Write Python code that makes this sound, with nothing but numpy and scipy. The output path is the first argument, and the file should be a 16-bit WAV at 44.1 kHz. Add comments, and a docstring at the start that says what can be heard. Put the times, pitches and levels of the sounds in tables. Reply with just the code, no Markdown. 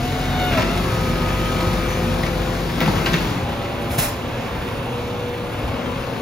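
"""Street with house fronts: a six-cylinder diesel refuse truck at fast idle a few metres away, then low idle.
Exhaust: sines at the firing rate. Block and fan roar: third-octave noise. Panels: narrow noise hums.
Pump and gear whines: crank-locked sines. Lift valve: jittered harmonic buzz. Arm and plastic bin: noise-driven
steel modes plus damped thuds. Brake valve: coloured noise puffs. Hisses and chirps: narrow noise.
Decaying noise tails, convolved with the truck, give a short echo and a diffuse stereo spread."""
import sys
import numpy as np
from scipy import signal
from scipy.fft import rfft, irfft, next_fast_len
from scipy.io import wavfile
from scipy.ndimage import uniform_filter1d

SR = 44100
rng = np.random.default_rng(int(sys.argv[2]) if len(sys.argv) > 2 else 0)


def dump_mix(stems):
    """Bounce the given channels to the path in sys.argv[1] as a 16-bit WAV at rate SR."""
    frames = np.atleast_2d(stems).T  # one column per channel
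    limited = np.clip(frames, -1, 1)  # hard clip at full scale
    pcm = np.round(limited * 32767).astype(np.int16)
    wavfile.write(sys.argv[1], SR, pcm)


N = 273861
FFT_N = next_fast_len(N)
T, HZ = np.arange(N) / SR, np.fft.rfftfreq(FFT_N, 1 / SR)
DECAY_60_DB = np.log(1000)  # exp(-DECAY_60_DB * t / t60) falls 60 dB in t60


def undb(db):
    """Decibels to gain."""
    return 10 ** (np.asarray(db) / 20)


def curves(table, silent=False):
    """Columns of a table over time; end values held, or -120 dB outside if silent."""
    s, *columns = np.transpose(table)
    edge = -120 if silent else None
    return [np.interp(T, s, column, edge, edge) for column in columns]


def over_hz(points):
    """An (f/Hz, value) table on the FFT bins, interpolated over log frequency."""
    hz, value = np.transpose(points)
    return np.interp(np.log(HZ + 1), np.log(hz + 1), value)


def at_hz(hz, points_hz, values):
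    """A value at one frequency, interpolated over log frequency."""
    return np.interp(np.log(hz), np.log(points_hz), values)


def shape(x, gain):
    """Filter by a gain on the FFT bins."""
    return irfft(rfft(x, FFT_N) * gain, FFT_N)[:N]


def unit(x):
    """Scale to rms 1."""
    return x / np.sqrt(np.mean(x ** 2))


def walk(rate_hz):
    """Smooth random drift, spread near 1, from random knots at rate_hz."""
    knots = rng.standard_normal(int(N / SR * rate_hz) + 2)
    drift = np.interp(T * rate_hz, np.arange(len(knots)), knots)
    return 1.09 * uniform_filter1d(drift, int(SR / rate_hz))


# engine speed as pump gear tooth rate: t/s, f/Hz
PUMP_TOOTH_RATE = [(0, 157), (.3, 162), (.55, 158), (.78, 176.5), (.95, 172.3), (1.33, 170.3),
                   (1.56, 172.4), (1.84, 170.8), (2.1, 171.6), (2.7, 172), (3.2, 173), (3.33, 143),
                   (3.43, 124), (3.5, 114.5), (4.15, 115.9), (4.35, 121), (6.21, 121.2)]
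TEETH_PER_TURN, FIRINGS_PER_TURN = 11, 3


def crank_turns():
    """Crank angle in turns: integrated tooth rate over the tooth count."""
    return np.cumsum(curves(PUMP_TOOTH_RATE)[0]) / TEETH_PER_TURN / SR


def idle_share():
    """0 at fast idle, 1 at low idle: ramps as the tooth rate falls from 150 to 120 Hz."""
    return np.clip((150 - curves(PUMP_TOOTH_RATE)[0]) / 30, 0, 1)


# exhaust boom: t/s, level/dB
BOOM = [(0, -32), (.45, -28.5), (.76, -29.5), (1.31, -28), (3.25, -32.5), (3.41, -46), (6.21, -46)]
# its harmonics: multiple of firing rate, level/dB re boom
BOOM_ORDERS = [(1, 2), (2, -4.5), (4, -18)]


def exhaust(turns):
    """Gas pulses at the firing rate: a few sine harmonics, each wavering in level."""
    firing_phase = 2 * np.pi * FIRINGS_PER_TURN * turns
    boom = 0
    for k, db in BOOM_ORDERS:
        boom = boom + undb(db + 2.0 * walk(10.3)) * np.sin(k * firing_phase + k)
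    return np.sqrt(2) * undb(curves(BOOM)[0]) * boom


# block, fan and oil-flow ranges: centre f/Hz, fast-idle level/dB, low-idle level/dB, share of load swing [0-1]
ROAR_RANGES = [(135, -30, -34, 0.94), (723, -27.5, -26.5, 0.45), (2970, -32.5, -37.5, 0.65),
               (10660, -47, -52, 0.41)]
# roar spectrum: f/Hz, level/dB per third octave re its range
COLOUR = [(30, -22), (55, -13), (100, -8.5), (200, -9), (400, -10.5), (560, -12.5), (900, -12.5),
          (1700, -13.5), (2400, -11), (4000, -10), (5600, -10), (7500, -7), (10000, 0.5), (13000, -7.5),
          (16000, -7)]
# added to COLOUR at low idle, where the block hums near 500 Hz: f/Hz, level/dB
IDLE_COLOUR = [(30, 0), (60, 2.5), (100, 1), (250, -0.5), (370, -3.5), (520, 0.5), (700, -4), (1100, 0),
               (1900, 0), (3000, 2.5), (5000, -2), (13000, -1)]
# hydraulic load on the engine: t/s, roar swing/dB before the range's share
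LOAD = [(0, 0), (.4, 3.5), (.9, 3), (1.35, 2.5), (1.55, 4.5), (2.4, 0), (2.75, 0), (2.95, 6), (3.3, 3),
        (3.6, 3), (3.9, 2.5), (4.7, 1), (5.45, -1), (5.7, 2), (6.21, 0.5)]
SCATTER_DB = 4.5  # spread between firings


def roar(turns):
    """Turbulence and block noise: third-octave bands flicker separately, treble clatters with every firing."""
    spectrum = rfft(rng.standard_normal(FFT_N))
    firings = FIRINGS_PER_TURN * turns
    strength = undb(SCATTER_DB * rng.standard_normal(N // 100))[firings.astype(int)]
    clatter = np.sin(np.pi * (firings % 1) ** 0.58) ** 2 * strength
    idle, load_db, octaves = idle_share(), curves(LOAD)[0], np.log2(HZ + 1)
    centres_hz, *columns = np.transpose(ROAR_RANGES)
    fast_colour, idle_colour = np.transpose(COLOUR), np.transpose(IDLE_COLOUR)
    out = 0
    for hz in 25 * 2 ** (np.arange(29) / 3):
        band_gain = np.cos(np.pi / 2 * np.clip(3 * (octaves - np.log2(hz)), -1, 1)) ** 2
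        band = unit(irfft(spectrum * band_gain)[:N])
        fast_db, slow_db, load_share = (at_hz(hz, centres_hz, column) for column in columns)
        db = fast_db + idle * (slow_db - fast_db) + load_share * load_db
        db = db + at_hz(hz, *fast_colour) + idle * at_hz(hz, *idle_colour) + 1.0 * walk(9)
        out = out + undb(db) * band * (1 + 0.18 * min(hz / 2500, 1) * clatter)
    return out


# block panels and covers: f/Hz, half-width/Hz, fast-idle level/dB, low-idle level/dB
PANELS = [(240.5, 10.6, -42, -41), (521, 38, -46, -42.5), (1090, 50, -52, -51.5), (1400, 72, -51.5, -54.5),
          (2240, 140, -54, -52), (2730, 180, -54, -49), (3080, 120, -49, -50.5), (3530, 110, -53, -53.5),
          (3880, 110, -59, -58)]
PATCHY_DB = 2.8  # spread of a panel's level


def panels():
    """Shaken sheet metal resonates: narrow noise hums come and go independently."""
    idle, out = idle_share(), 0
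    for hz, width_hz, fast_db, idle_db in PANELS:
        resonance = 1 / (1 + ((HZ - hz) / width_hz) ** 2)
        hum = unit(shape(rng.standard_normal(N), resonance))
        out = out + hum * undb(fast_db + idle * (idle_db - fast_db) + PATCHY_DB * walk(6))
    return out


# work stages by name: start t/s, end t/s
STAGES = {"lifting": (-.1, 0.79), "fast idle": (-.1, 3.25), "pumping": (0.58, 3.6),
          "tipping": (0.795, 2.72), "spinning up": (0.65, 0.894), "straining": (0.873, 1.965),
          "easing": (1.8, 2.32), "humming": (4.85, 5.52), "holding": (2.28, 2.68), "settling": (3.45, 4.18),
          "low idle": (3.8, 5.7), "waiting": (4.2, 6.3), "creeping": (5.7, 6.8)}
# pump, gear and fan whines by stage: multiple of crank rate, level/dB
WHINES = {"lifting": [(9.4, -37), (17.4, -31.5), (22, -45)], "fast idle": [(9.4, -35)],
          "pumping": [(11.03, -30.5), (7.99, -36.5), (15.14, -34.5), (22.15, -36.5)],
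          "spinning up": [(80.8, -38)], "humming": [(44, -37)], "tipping": [(25, -42), (33, -32),
          (44, -51.5)], "holding": [(50.2, -39.5)], "easing": [(80.5, -41.5), (150, -46.5)],
          "straining": [(80.8, -34), (88, -53), (101, -53), (110, -47), (150, -43.5)],
          "settling": [(11, -33.5), (33, -40.5), (55, -37.5), (66, -46), (77, -39.5)],
          "low idle": [(9.4, -37), (14.4, -42.5), (24.1, -45)], "waiting": [(11, -35.5), (22, -45),
          (33, -46.5), (44, -38.5), (50.4, -44.5), (66, -46.5), (80.6, -46.5)], "creeping": [(17.7, -54),
          (22, -37), (24, -37), (50.4, -41.5), (100.3, -47)]}


def whines(turns):
    """Meshing teeth and blades: crank-locked sines swell in, waver in level and phase, and fade."""
    out = 0
    for stage, (start_s, end_s) in STAGES.items():
        on = np.clip(np.minimum((T - start_s) / 0.025, (end_s - T) / 0.11), 0, 1)
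        for order, db in WHINES[stage]:
            level = undb(db + 0.65 * walk(20))
            out = out + on * level * np.sin(2 * np.pi * order * turns + 0.55 * walk(11))
    return np.sqrt(2) * out


# lift valve pitch as the arm rises: t/s, f/Hz
VALVE_PITCH = [(0, 690), (.05, 722), (.1, 732), (.4, 737), (.5, 722), (.54, 690), (.595, 618), (.64, 660),
               (.72, 690), (.79, 705), (.86, 705)]
# valve level and overtone level over time: t/s, level/dB, overtones/dB
VALVE_LEVELS = [(0, -33, -11), (.1, -32.5, -3), (.2, -31.5, -1.5), (.3, -34.5, 2.5), (.42, -25.5, -0.5),
                (.52, -31.5, 6), (.586, -23.5, -7), (.63, -33, 2), (.72, -33, 2), (.79, -36, -5),
                (.85, -66, 2)]
# valve harmonics: multiple of pitch, level/dB re valve level
VALVE_ORDERS = [(1, 0.5), (2, -8.5), (3, -11), (4, -11.5), (5, -13)]


def valve():
    """Oil forced through the valve buzzes: harmonics of one phase, whose jitter smears the overtones most."""
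    phase = 2 * np.pi * np.cumsum(curves(VALVE_PITCH)[0]) / SR
    phase = phase + 0.36 * walk(41.4) + 0.31 * walk(300)
    overtones_db = curves(VALVE_LEVELS)[1]
    buzz = 0
    for k, db in VALVE_ORDERS:
        order_db = db + (k > 1) * overtones_db + 1.9 * walk(22.4)
        buzz = buzz + undb(order_db) * np.sin(k * phase)
    return np.sqrt(2) * undb(curves(VALVE_LEVELS, silent=True)[0]) * buzz


RATTLE_T60_S = 0.11
GRAIN_DB = 2  # spread between loose contacts


def contact_noise(t, rise_ms):
    """Chattering contacts: decaying noise in 3 ms grains, hardest at the first contact."""
    decay = np.exp(-DECAY_60_DB * t / RATTLE_T60_S)
    noise = rng.standard_normal(len(t)) * decay * np.minimum(1000 * t / rise_ms, 1)
    noise *= 1 + 1.05 * np.exp(-t / 0.006)
    return noise * undb(GRAIN_DB * np.repeat(rng.standard_normal(len(t) // 150), 150))


# arm modes: f/Hz before detuning, level/dB before spread and focus, t60/s before grip damping
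ARM_MODES = [(322, 13.5, 0.11), (514, 6, 0.18), (660, 6, 0.027), (834, -3, 0.07), (995, -5, 0.07),
             (1292, -4.5, 0.074), (1597, -5, 0.05), (1878, -4, 0.064), (2153, -6, 0.062),
             (2408, -7.5, 0.16), (2700, -5, 0.28), (2910, -9, 0.098), (3570, -18, 0.24), (3950, -28, 0.099),
             (4720, -16, 0.022), (5470, -25, 0.02)]
GRIP_DAMPING = .45  # gripped bin shortens the arm's ring to this share
FOCUS_DB = 4.6  # fall of a mode one octave off the rattle centre
CRUNCH_DB, CRUNCH_OCTAVES = -13, .6  # CRUNCH_OCTAVES each side of the centre


def arm(rattle, centre_hz):
    """Struck steel: contact noise drives two-pole modes; the loose load adds a broad crunch."""
    edges_hz = centre_hz * 2 ** (CRUNCH_OCTAVES * np.array([-1, 1]))
    crunch = signal.lfilter(*signal.butter(2, edges_hz, "band", fs=SR), rattle)
    steel = undb(CRUNCH_DB) * crunch * np.sqrt(4000 / centre_hz)
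    spreads = rng.standard_normal((len(ARM_MODES), 2))  # every blow lands elsewhere
    for (hz, db, t60_s), (detune, level_spread) in zip(ARM_MODES, spreads):
        hz, db = hz * (1 + .015 * detune), db + 2. * level_spread
        r = np.exp(-DECAY_60_DB / (t60_s * GRIP_DAMPING * SR))
        g = np.sqrt(1 - r)
        poles = [1, -2 * r * np.cos(2 * np.pi * hz / SR), r * r]
        mode = signal.lfilter([g, 0, -g], poles, rattle)
        steel = steel + undb(db - FOCUS_DB * np.log2(hz / centre_hz) ** 2) * mode * 0.18
    return steel


THUD_S, THUD_CYCLES = 0.0025, 0.71  # bin wall ring time: base plus so many cycles


def bin_thud(t, hz):
    """A soft plastic wall pushes slowly: a sine under a rounded, decaying envelope."""
    push = t / (THUD_S + THUD_CYCLES / hz)
    return -np.sin(2 * np.pi * hz * t) * push * np.exp(1 - push)


# arm and bin blows: t/s, rattle level/dB, thud level/dB, thud f/Hz, rattle centre f/Hz, rise/ms, crack level/dB
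KNOCKS = [(.518, -17, -25, 136, 1800, 3.2, -41), (0.5243, -14, -26, 135, 2000, 4, -46),
          (.534, -15, -30, 149, 2100, 2.8, -50), (.545, -18, -26, 149, 2300, 5, -53),
          (.567, -15, -23, 226, 1300, 5.4, -46), (.573, -13, -22, 306, 1500, 2.4, -41),
          (0.578, -17, -14, 107, 1300, 2.4, -40), (.586, -17, -21, 184, 900, 1.7, -48),
          (.594, -19, -23, 200, 1530, 2.3, -48), (.603, -17, -17.5, 96, 1300, 4.1, -47),
          (.617, -18, -20, 91, 2400, 4, -52), (0.9174, -40, -13.5, 106, 1500, 3, -53),
          (1.6215, -23, -16, 95, 497, 3.5, -45), (1.6638, -34, -13.5, 96.4, 500, 3.2, -53),
          (2.232, -18, -35, 61.5, 2000, 3.3, -45), (2.2606, -16.5, -25, 150, 1410, 3, -50),
          (2.775, -21, -22, 260, 600, 19, -56), (2.8034, -11.5, -27, 247, 2600, 1.6, -33.5),
          (2.811, -18, -15, 242, 600, 3, -55), (2.819, -14.5, -12, 162, 2000, 1.4, -39),
          (2.83, -23, -20, 148, 600, 3, -54), (2.8598, -17.5, -15, 196, 1880, .4, -46),
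          (2.877, -20.5, -10.5, 173, 490, 1.7, -52), (2.889, -26, -19, 125, 550, 3, -55),
          (2.9548, -16, -16.5, 96, 1100, 10, -54), (2.978, -21, -23, 150, 2300, 4, -53),
          (3.0595, -11, -36, 160, 2480, 1.2, -40), (3.067, -11, -34, 160, 1900, 2, -50),
          (3.087, -24, -26, 150, 2100, 3, -52), (3.116, -21, -25, 169, 2400, 3, -55),
          (3.132, -12, -25, 147, 1960, 1.8, -48), (3.139, -12, -17, 155, 2040, 1.6, -43),
          (3.147, -19, -26, 173, 2500, 2, -45), (3.166, -24, -27, 158, 2300, 3, -52),
          (3.205, -20.5, -31, 168, 1800, 2.5, -48), (3.247, -34, -27, 165, 2310, 2.3, -46),
          (3.905, -47, -20.5, 73.5, 500, 3, -58), (3.981, -32, -20, 155, 900, 3, -53),
          (3.9876, -17, -26, 199, 2600, 1, -40), (5.578, -36, -18.5, 110, 304, 2.2, -60),
          (5.6293, -28, -21, 65.5, 300, 3, -58), (5.6897, -53, -21.5, 92.5, 298, 3, -73)]


def knocks():
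    """The arm knocks the bin on its stops: each blow sums steel ring, bright crack and bin thud."""
    out, t = np.zeros(N + SR), np.arange(SR // 2) / SR
    for s, rattle_db, thud_db, thud_hz, centre_hz, rise_ms, crack_db in KNOCKS:
        rattle = contact_noise(t, rise_ms)
        crack = np.diff(rattle, prepend=0)
        blow = undb(rattle_db) * arm(rattle, centre_hz) + undb(crack_db) * crack
        blow = blow + undb(thud_db) * bin_thud(t, thud_hz)
        i = int(s * SR)
        out[i:i + len(t)] += blow
    return out[:N]


# brake valve puffs: peak t/s, peak level/dB, rise/s, hold/s
AIR_PUFFS = [(3.824, -40, .04, 0.009), (3.92, -30.5, 0.042, .07), (3.988, -17, 0.017, 0.1)]
# jet spectrum: f/Hz, level/dB
JET = [(600, -0.5), (1500, 1), (2400, 2.5), (4000, -5.5), (5200, -6), (6800, -2.5), (9000, 9),
       (12000, -0.5), (16000, -6)]
# valve mouth resonances: f/Hz, half-width/Hz, level/dB over the jet
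JET_RINGS = [(2500, 250, 1.5), (4050, 120, 7), (5240, 130, 9.5), (6650, 200, 1.5)]
RISE_DB, SAG_DB_PER_S, FADE_DB_PER_S = 21, 117, 268  # climb in the rise time, fall in the hold, fall after


def air():
    """Brake valve jet turbulence: coloured noise sputters; each puff leaps up, sags and fades."""
    jet_db = over_hz(JET)
    for hz, width_hz, db in JET_RINGS:
        jet_db = jet_db + db / (1 + ((HZ - hz) / width_hz) ** 2)
    jet = unit(shape(rng.standard_normal(N), undb(jet_db)))
    puffs = 0
    for s, db, rise_s, hold_s in AIR_PUFFS:
        sag_db = SAG_DB_PER_S * np.clip(T - s, 0, hold_s)
        fade_db = FADE_DB_PER_S * np.maximum(T - s - hold_s, 0)
        below_peak_db = RISE_DB * np.maximum(s - T, 0) / rise_s
        puffs = np.maximum(puffs, undb(db - sag_db - fade_db - below_peak_db))
    return jet * puffs * undb(2.0 * walk(90))


# short narrow hisses and chirps: t/s, length/s, f/Hz, half-width/Hz, level/dB
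HISSES = [(0.43, .045, 12750, 300, -44), (1.884, 0.064, 6080, 400, -41), (0.078, 0.16, 4000, 130, -48),
          (0.38, .37, 3600, 130, -46)]


def hisses():
    """Short narrow hisses and chirps: noise through a Gaussian band, gated with 4.9 ms ramps."""
    out = 0
    for s, length_s, hz, width_hz, db in HISSES:
        narrow = unit(shape(rng.standard_normal(N), np.exp(-((HZ - hz) / width_hz) ** 2)))
        gate = np.clip(np.minimum(T - s, s + length_s - T) / 0.0049, 0, 1)
        out = out + undb(db) * narrow * gate
    return out


# diffuse stereo spread: f/Hz, level/dB re direct sound
SPREAD = [(30, -18), (100, -18), (250, -7.5), (600, -4.5), (1500, -2.5), (3000, -9), (4500, -2), (6800, -5),
          (7700, -12.5), (9400, -87), (10200, -33), (11000, -28), (12300, -12), (12900, -34)]
SPREAD_T60_S = 0.38


def diffuse_echo(sent, lean_gain):
    """Short echo and stereo spread: two decaying noise tails per channel, slowly traded one for the other."""
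    tails = rng.standard_normal((2, N)) * np.exp(-DECAY_60_DB * T / SPREAD_T60_S) * (T > .004)
    echoes = []
    for tail in tails:
        tail_spectrum = rfft(tail / np.sqrt(np.sum(tail ** 2)), FFT_N)
        echoes.append(shape(sent, tail_spectrum * lean_gain * undb(over_hz(SPREAD))))
    sway = 2 * np.pi * (1.5 * T + 0.31 * walk(3))
    return np.cos(sway) * echoes[0] + np.sin(sway) * echoes[1]


# left-right phase difference by frequency, giving stereo width: f/Hz, left lead/rad
LEAD = [(0, 0), (1290, .3), (1720, -.9), (1980, -.4), (3010, 1.9), (3270, 1.8), (4050, .4), (5080, .6),
        (5860, -1.7), (6460, -.3), (7700, -np.pi), (9500, -np.pi), (12500, -2 * np.pi), (16000, -2 * np.pi)]
# left-right level difference by frequency: f/Hz, left minus right/dB
LEAN = [(60, .5), (200, 1), (380, 1.5), (700, 2.5), (1290, 3.5), (2380, -.5), (4400, 1.5), (7000, 0),
        (16000, 0)]
# left-right balance over time around 1.2 kHz: t/s, extra left minus right/dB
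TURN = [(0, 1), (1.5, 0.5), (2.2, 2.5), (3, 2), (3.6, -1.5), (4.2, -2.5), (5, -2), (5.6, -0.5), (6.21, 3)]


def channel(side, truck, sent):
    """Shifts phase and level between the left (1) and right (-1) channels; the middle band's balance drifts."""
    lead, lean_db = (np.interp(HZ, *np.transpose(table)) for table in (LEAD, LEAN))
    lean_gain = undb(side * lean_db / 2)
    direct = shape(truck, lean_gain * np.exp(.5j * side * lead))
    heard = direct + diffuse_echo(sent, lean_gain)
    middle = shape(heard, np.exp(-.5 * (np.log2(HZ / 1200 + 1e-9) / 1.52) ** 2))
    return heard + (undb(side * curves(TURN)[0] / 2) - 1) * middle


TONE_ECHO = 0.3  # share of whines and valve sent to the echo, kept low so tones stay steady


def scene():
    """All sources summed, then heard in both channels directly and through the echo."""
    turns = crank_turns()
    tones = whines(turns) + valve()
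    rest = exhaust(turns) + roar(turns) + panels() + knocks() + air() + hisses()
    truck, sent = rest + tones, rest + TONE_ECHO * tones
    return np.array([channel(side, truck, sent) for side in (1, -1)])


TOP_HZ = 15780


def record(dry):
    """The phone cuts bass below 30 Hz, rounds the loudest peaks and cuts above TOP_HZ."""
    dry = signal.sosfilt(signal.butter(4, 30, "high", fs=SR, output="sos"), dry)
    dry = np.tanh(.7 * dry) / .7
    return signal.sosfilt(signal.ellip(14, .2, 70, TOP_HZ, fs=SR, output="sos"), dry)


dry = scene()
out = record(dry)
dump_mix(out)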